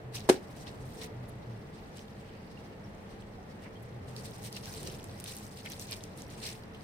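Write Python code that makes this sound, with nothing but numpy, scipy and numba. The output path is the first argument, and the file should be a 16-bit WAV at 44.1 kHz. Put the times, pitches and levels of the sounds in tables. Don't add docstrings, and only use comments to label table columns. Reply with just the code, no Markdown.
import sys
import numpy as np
from scipy import signal
from scipy.fft import rfft, irfft, next_fast_len
from scipy.io import wavfile
from scipy.ndimage import uniform_filter1d
from numba import njit

SR = 44100
rng = np.random.default_rng(int(sys.argv[2]) if len(sys.argv) > 2 else 0)


def voltage_ratio(level):
    return 10 ** (np.asarray(level, float) / 20)


def output_pcm(signal):
    pcm = np.clip(np.atleast_2d(signal).T, -1, 1) * 32767
    wavfile.write(sys.argv[1], SR, np.round(pcm).astype(np.int16))


N = 301203

# frequency in Hz, relative density in dB per Hz.
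TOWN_COLOUR = [(13, -37), (22, -7.5), (64, -5.5), (97, 0.5), (172, -3.5), (209, -7), (403, -9), (438, -8),
               (869, -14), (944, -16.5), (1390, -20.5), (1870, -22.5), (15500, -56.5)]
# frequency in Hz, correlation of left and right from -1 to 1.
TOWN_LIKENESS = [(60, 0.91), (130, 0.98), (290, 0.75), (640, 0.33), (1410, -0.25), (3100, -0.0069),
                 (6820, -0.53), (15000, 0.58)]
# time in seconds, level in dB, heard relative to its median.
TOWN_SWELL = [(0.0, -53), (0.36, -52.5), (0.68, -51.5), (1.08, -51.5), (2.04, -54), (3.86, -53),
              (4.26, -51), (4.43, -52.5), (4.68, -52), (4.87, -50), (5.32, -54), (6.41, -52.5), (6.83, -54)]
# centre in Hz,
# width in Hz, rms level in dB.
NOISE_BANDS = [(205.4, 41, -55.5), (442.5, 18, -61.5), (810, 38, -72), (1900, 540, -67.5), (7940, 700, -88)]
# centre in seconds, half length in seconds, pitch in Hz,
# rms level at the centre in dB.
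TOWN_DRONE = [(0.114, 0.085, 120, -44.5), (0.854, 0.081, 130.6, -46), (1.198, 0.09, 118.6, -45),
              (1.36, 0.049, 124.8, -47.5), (1.53, 0.091, 119, -44), (3.063, 0.039, 105, -52),
              (3.79, 0.073, 109.3, -48), (3.96, 0.053, 117, -46), (4.155, 0.089, 127.5, -47.5),
              (4.316, 0.054, 115, -49.5), (4.462, 0.055, 116.4, -46.5), (4.604, 0.1, 120, -51),
              (4.842, .05, 131, -51), (5.107, 0.059, 112, -51), (5.453, 0.037, 110.1, -47.5)]
# frequency in Hz, relative density in dB per Hz.
WATER_SPECTRUM = [(530, -27), (900, -4.5), (1420, -9.5), (2450, -3.5), (3070, -3.5), (4180, -2.5),
                  (5500, -4), (7230, -10.5), (8650, -5.5), (11600, -17), (14100, -13), (15500, -17.5)]
# time in seconds, rms level of the body in dB,
# fine spray relative to the body in dB.
TRICKLE_FLOW = [(0.0, -72, -6), (0.11, -78, -10), (0.2, -57, -8), (0.4, -66.5, -4), (0.74, -66, -1),
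                (0.99, -60.5, 1.5), (1.12, -67, -9.5), (1.92, -66, -8), (3.51, -69.5, -8),
                (4.02, -69.5, -6), (4.2, -61.5, 2), (4.6, -61, 2), (4.75, -55.5, 1.5), (5.05, -61, -1),
                (5.24, -60.5, -1), (5.48, -66.5, 5), (5.7, -57.5, 0), (5.99, -63, 3), (6.11, -67, -5),
                (6.3, -59.5, -3), (6.7, -68, -11), (6.83, -63, -5)]
# peak in seconds, body level in dB, rise over 20 dB in seconds,
# fall over 20 dB in seconds, fine spray relative to the body in dB.
WATER_GUSHES = [(0.161, -41, .03, 0.06, -4), (0.295, -47, .02, .11, -10), (0.575, -62, .03, .12, 2.5),
                (0.675, -50, .02, .04, -14), (1.018, -49, .03, .03, -5), (1.045, -48, .025, .035, 0),
                (1.99, -55, .08, .08, -8), (0.51, -63, .01, .04, 3), (0.945, -60, .02, .03, 0),
                (3.64, -61.5, .06, .06, -7), (4.09, -62, .02, .1, -2), (4.175, -59, .02, .08, 3),
                (4.26, -56, .05, .05, 0), (4.44, -53, .025, .08, 2), (4.568, -49, .04, .025, -6),
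                (4.66, -49, .04, .04, -9), (4.76, -52, .12, .06, -3), (4.875, -50, .1, 0.12, -3),
                (5.12, -58, .06, .04, -6), (5.27, -48, .05, .06, -5), (5.32, -51.5, .1, .17, 4),
                (5.6, -54, .08, .04, -2), (5.66, -49, .02, .04, -2), (5.715, -51, .03, .12, -1),
                (5.805, -52, .02, .08, 3), (5.925, -43, .05, .05, -5.5), (5.97, -56, .03, .02, 2),
                (6.04, -57, .02, .03, 1), (6.185, -57, .03, .11, 3), (6.31, -60, .02, .08, -3),
                (6.465, -43, .09, .12, -2), (6.755, -58, .03, .03, -16)]
# start in seconds, nominal level in dB, starting pitch in Hz.
SINGLE_DROPS = [(0.1526, -33, 4990), (0.2059, -39, 4020), (0.5653, -44, 8010), (0.6695, -38, 2800),
                (1.016, -35, 3600), (1.035, -33, 4640), (1.9718, -37, 6680), (1.9926, -40, 2600),
                (2.082, -45.5, 3000), (2.293, -47, 2690), (3.2226, -44.5, 2640), (3.7694, -50, 3160),
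                (4.1645, -31.5, 3990), (4.3186, -42, 3300), (4.4313, -38.5, 5750), (4.5272, -30, 4330),
                (4.5656, -28, 4500), (4.657, -32, 4900), (4.7394, -32, 4840), (4.8308, -29.5, 8250),
                (4.874, -27.5, 5130), (4.8988, -36, 4700), (4.94, -43, 3130), (4.987, -39, 8200),
                (5.03, -41, 5500), (5.0419, -33, 8900), (5.2006, -28, 8720), (5.2074, -36, 8840),
                (5.2412, -27, 9200), (5.2606, -34, 3250), (5.294, -33, 8550), (5.3672, -29, 9480),
                (5.3754, -35, 5500), (5.4665, -38.5, 5200), (5.573, -38, 4040), (5.6602, -31, 2710),
                (5.701, -32.5, 10100), (5.7195, -28.5, 5220), (5.7342, -33, 3330), (5.7963, -28.5, 5690),
                (5.8706, -40, 5520), (5.9113, -25.5, 8510), (5.921, -26, 4110), (5.929, -27, 3570),
                (5.9644, -33, 8840), (6.0074, -42, 3330), (6.0382, -30, 5200), (6.1754, -36, 8300),
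                (6.2203, -33, 5440), (6.3025, -41, 5700), (6.4023, -39, 4300), (6.4388, -33, 4230),
                (6.4717, -33, 4000), (6.5256, -38.5, 3580), (6.636, -42.5, 3900), (6.7466, -41.5, 2570)]
# start in seconds, thud peak before the bass cut in dB, contact decay in ms,
# share of the free ring time from 0 to 1, wet crack relative to the thud in dB.
MAT_CONTACTS = [(.2897, -11, .25, .12, -14), (.2917, -11, .15, .1, -14), (.2929, -11, .15, .1, -14),
                (.2952, -17, .1, .06, -8), (.2976, -2, .45, 1., -21), (.326, -28, .6, .6, -12),
                (.341, -27, .8, .7, -14), (.376, -34, .8, .6, -25), (4.825, -34, 1.5, .6, -40),
                (4.885, -33, 1.5, .8, -40)]
# frequency in Hz, relative level in dB,
# free ring time to -60 dB in seconds.
MAT_MODES = [(258, -33, 0.14), (301, -18.5, 0.18), (376, 1, 0.094), (425, 1.5, 0.048), (513, 1, .04),
             (690, -9, 0.071), (743, -7, 0.035), (1110, -11, 0.042), (1460, -30, 0.036), (1810, -31, 0.036)]
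# frequency in Hz, relative density in dB per Hz.
CRACK_SPECTRUM = [(530, -15), (900, -5), (1320, -14), (1550, -7.5), (2730, -16.5), (5750, -17),
                  (7230, -20.5), (8350, -17.5), (16000, -33.5)]
# centre in seconds, half length in seconds, frequency in Hz, width in Hz,
# rms level at the centre in dB.
NOISE_BURSTS = [(1.292, 0.009, 10800, 5400, -57), (3.83, 0.0086, 11000, 5600, -61),
                (2.45, 0.2, 4740, 900, -71), (3.39, .02, 740, 80, -55), (2.33, .15, 2400, 1800, -63),
                (2.576, 0.0057, 2790, 200, -55), (2.85, 0.01, 5600, 200, -66),
                (3.21, 0.0055, 8100, 500, -60), (3.765, .015, 3180, 150, -61),
                (3.663, 0.018, 2000, 1200, -53.5), (4.69, 0.022, 1550, 200, -58),
                (5.272, 0.035, 2300, 500, -64), (5.667, 0.013, 2170, 640, -44),
                (5.923, 0.027, 2420, 150, -49.5), (6.45, 0.034, 4300, 500, -50),
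                (4.19, .02, 4600, 1200, -56), (4.27, .015, 4200, 1200, -54), (4.55, .012, 4400, 900, -52),
                (4.87, .04, 340, 90, -50)]
# start in seconds, nominal level in dB,
# starting pitch in Hz, decay in cycles, climb in octaves per decay time.
BURSTING_BUBBLES = [(4.757, -48, 3000, 12, 0.39), (4.997, -40, 2200, 4, 0.93),
                    (5.257, -44, 2000, 4.9, 0.59), (5.9357, -31, 2470, 6, 0.81), (6.0125, -52, 2900, 9, .5)]


def set_rms(x, db):
    return x * voltage_ratio(db) / np.sqrt(np.mean(x ** 2))


def curve(rows):
    s, *columns = np.transpose(rows)
    return [np.interp(np.arange(N) / SR, s, column) for column in columns]


def along(points, hz):
    f, value = np.transpose(points)
    return np.interp(np.log(np.maximum(hz, 1)), np.log(f), value)


def shape(x, gain):
    size = next_fast_len(N)
    hz = np.arange(size // 2 + 1) * SR / size
    return irfft(rfft(x, size) * gain(hz), size)[..., :N]


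def walk(rate):
    k = int(SR / rate)
    held = np.repeat(rng.standard_normal(N // k + 1), k)
    return 1.3 * uniform_filter1d(uniform_filter1d(held, k), k)[:N]


def bell(s, half):
    return np.exp(-((np.arange(N) / SR - s) / half) ** 2)


def band(hz, width, channels):
    noise = rng.standard_normal((channels, N))
    return set_rms(shape(noise, lambda f: 1 / (1 + (2 * (f - hz) / width) ** 2)), 0)


@njit
def rings(start, hz, cycles, size, rise, n, sr):
    out = np.zeros(n)
    for g in range(len(start)):
        life = cycles[g] * sr / hz[g]
        f, phase, climb = hz[g], 0., 2 ** (rise[g] / life)
        for i in range(int(5 * life) + 1):
            j = int(start[g]) + i
            if j >= n or f > .45 * sr:
                break
            phase += 2 * np.pi * f / sr
            f *= climb
            swell = min(i * hz[g] / sr, 1.)
            out[j] += size[g] * np.exp(-i / life) * swell * np.sin(phase)
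    return out


def placed(s, hz, cycles, db, rise, pan_db, lag):
    def side(sign):
        start = np.maximum(s * SR + sign * lag / 2, 0)
        return rings(start, hz, cycles, voltage_ratio(db + sign * pan_db / 2), rise, N, 1. * SR)
    return np.array([side(0.97), side(-1)])


def town():
    mid, side = rng.standard_normal((2, N))
    alike = lambda f: np.clip(along(TOWN_LIKENESS, f), -.9, .98)
    mid = shape(mid, lambda f: np.sqrt(1 + alike(f)))
    side = shape(side, lambda f: np.sqrt(1 - alike(f)))
    stereo = np.array([mid + side, mid - side])
    far = set_rms(shape(stereo, lambda f: voltage_ratio(along(TOWN_COLOUR, f))), -47.5)
    swell_db, = curve(TOWN_SWELL)
    low = shape(far, lambda f: 1 / (1 + (f / 1500) ** 2))
    treble = far - low
    out = treble * voltage_ratio(1.2 * walk(14)) + low * voltage_ratio(swell_db - np.median(swell_db))
    for hz, width, db in NOISE_BANDS:
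        out = out + voltage_ratio(db) * band(hz, width, channels=1 + (hz > 1000))
    waver = 2 * np.pi * np.cumsum(4 * walk(22)) / SR
    for s, half, hz, db in TOWN_DRONE:
        tone = np.sin(2 * np.pi * hz * np.arange(N) / SR + waver)
        out = out + np.sqrt(2) * voltage_ratio(db) * bell(s, half) * tone
    return out


def fizz(patchy_db, flicker_db):
    patches = 0
    for hz in 1000 * 2 ** np.arange(0, 4.2, .5):
        patches = patches + np.sqrt(hz / 4000) * voltage_ratio(patchy_db * walk(45)) * band(hz, hz / 2.46, channels=2)
    return set_rms(patches * voltage_ratio(flicker_db * walk(70)), 0)


def flow():
    roundness = 1.25
    body_db, spray_db = curve(TRICKLE_FLOW)
    power = voltage_ratio([body_db, body_db + spray_db]) ** 2
    for s, db, rise_s, fall_s, fine_db in WATER_GUSHES:
        near = slice(max(int((s - 2 * rise_s) * SR), 0), int((s + 2 * fall_s) * SR))
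        late = np.arange(N)[near] / SR - s
        below_db = 20 * np.maximum(late / fall_s, -late / rise_s) ** roundness
        power[:, near] += voltage_ratio(db - below_db + np.array([[0], [fine_db]])) ** 2
    return np.sqrt(power)


def spatter(count=12000, scatter_db=3.0, cap_db=14, fizz_db=1.5):
    when, pitch, ring, size, pan, lag = rng.random((count, 6)).T
    hz = 1400 * 2 ** (3.4 * pitch)
    size_db = cap_db * np.tanh(-scatter_db * np.log(size) / cap_db)
    cycles = 1.47 + 8.66 * ring ** 3
    droplets = placed(when * N / SR, hz, cycles, size_db, 0.363 * ring, 8 * (pan - .5), 40 * (lag - .5))
    wet = set_rms(shape(droplets, lambda f: f / 4000), 0)
    wet = wet + voltage_ratio(fizz_db) * fizz(patchy_db=2.6, flicker_db=3.8)
    wet = shape(wet, lambda f: voltage_ratio(along(WATER_SPECTRUM, f)))
    body = shape(wet, lambda f: 1 / (1 + (f / 6000) ** 6))
    body_gain, spray_gain = flow()
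    return body_gain * set_rms(body, 0) + spray_gain * set_rms(wet - body, 0)


@njit
def walls(x, lags, gain, damp):
    line, soft, out = np.zeros((8, 8192)), np.zeros(8), np.zeros((2, len(x)))
    for i in range(len(x)):
        total = 0.
        for k in range(8):
            soft[k] += (1 - damp) * (gain[k] * line[k, (i - lags[k]) & 8191] - soft[k])
            total += soft[k]
            out[k % 2, i] += soft[k]
        for k in range(8):
            line[k, i & 8191] = x[i] + soft[k] - total / 4
    return out


def yard(near):
    lags = np.array([611, 787, 953, 1187, 1433, 1601, 1889, 2113])
    t60_s = 0.28
    return voltage_ratio(-18.5) * walls(near.mean(axis=0), lags, voltage_ratio(-60 * lags / SR / t60_s), 0.49)


def drops(splash_s=0.0039, splash_db=-19, tick_db=4.5, tick_db_per_octave=4.0):
    s, db, hz = np.transpose(SINGLE_DROPS)
    spread = np.array([[6], [30], [1.5], [8]])  # dB, samples, cycles, dB
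    pan_db, lag, ring, wet_db = (rng.random((len(s), 4)).T - .5) * spread
    cycles = np.maximum(4.2 + ring, .5)
    bubble = placed(s, hz, cycles, db, 0 * hz + 0.297, pan_db - 1.5, lag)
    ticks_db = db + tick_db + tick_db_per_octave * np.log2(hz / 5000)
    tick = placed(s, 0 * hz + 11000, 0 * hz + 0.99, ticks_db, 0 * hz, pan_db, lag)
    starts = np.zeros(N)
    starts[(s * SR).astype(int)] = voltage_ratio(db + splash_db + wet_db)
    splash = signal.lfilter([1], [1, -np.exp(-1 / (splash_s * SR))], starts)
    colour = lambda f: voltage_ratio(along(WATER_SPECTRUM, f)) * np.sqrt(f)
    hiss = set_rms(shape(rng.standard_normal((2, N)), colour), 0)
    return bubble + tick + splash * hiss


def slap(crack_t60_s=0.022, spray_db=-29.5, spray_t60_s=0.14):
    thud, crack = np.zeros((2, N))
    hz, db, t60 = np.transpose(MAT_MODES)[:, :, None]
    t = np.arange(SR // 4) / SR
    for s, peak_db, contact_ms, ring, crack_db in MAT_CONTACTS:
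        i = int(s * SR)
        decay = np.exp(-np.log(1000) * t / (t60 * ring))
        body = (voltage_ratio(db) * decay * np.sin(2 * np.pi * hz * t)).sum(axis=0)
        body = np.convolve(body, np.exp(-t[:400] * 1000 / contact_ms))[:len(t)]
        thud[i:i + len(t)] += voltage_ratio(peak_db) * body / np.abs(body).max()
        crack[i:i + len(t)] += voltage_ratio(peak_db + crack_db) * np.exp(-np.log(1000) * t / crack_t60_s)
    i = int(MAT_CONTACTS[4][0] * SR)
    crack[i:i + len(t)] += voltage_ratio(spray_db) * np.exp(-np.log(1000) * t / spray_t60_s)
    hiss = set_rms(shape(rng.standard_normal((2, N)), lambda f: voltage_ratio(along(CRACK_SPECTRUM, f))), 0)
    bass_cut = signal.butter(3, 218, "high", fs=SR, output="sos")
    return signal.sosfilt(bass_cut, thud) + hiss * crack


def noise_bursts():
    return sum(voltage_ratio(db) * bell(s, half) * band(hz, width, channels=2)
               for s, half, hz, width, db in NOISE_BURSTS)


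def bubbles():
    s, db, hz, cycles, rise = np.transpose(BURSTING_BUBBLES)
    return placed(s, hz, cycles, db, rise, 0 * s - 2, 0 * s + 3)


def scene():
    near = spatter() + drops() + slap() + noise_bursts() + bubbles()
    return near + yard(near) + town()


def low_pass(x):
    return signal.sosfilt(signal.butter(12, 16670, fs=SR, output="sos"), x)


def record(dry):
    noisy = dry + voltage_ratio(-75) * rng.standard_normal(dry.shape)
    mix = shape(noisy, lambda f: 1 / (1 + (f / 15800) ** 60) + 0.026)
    return low_pass(mix)


dry = scene()
out = record(dry)
output_pcm(out)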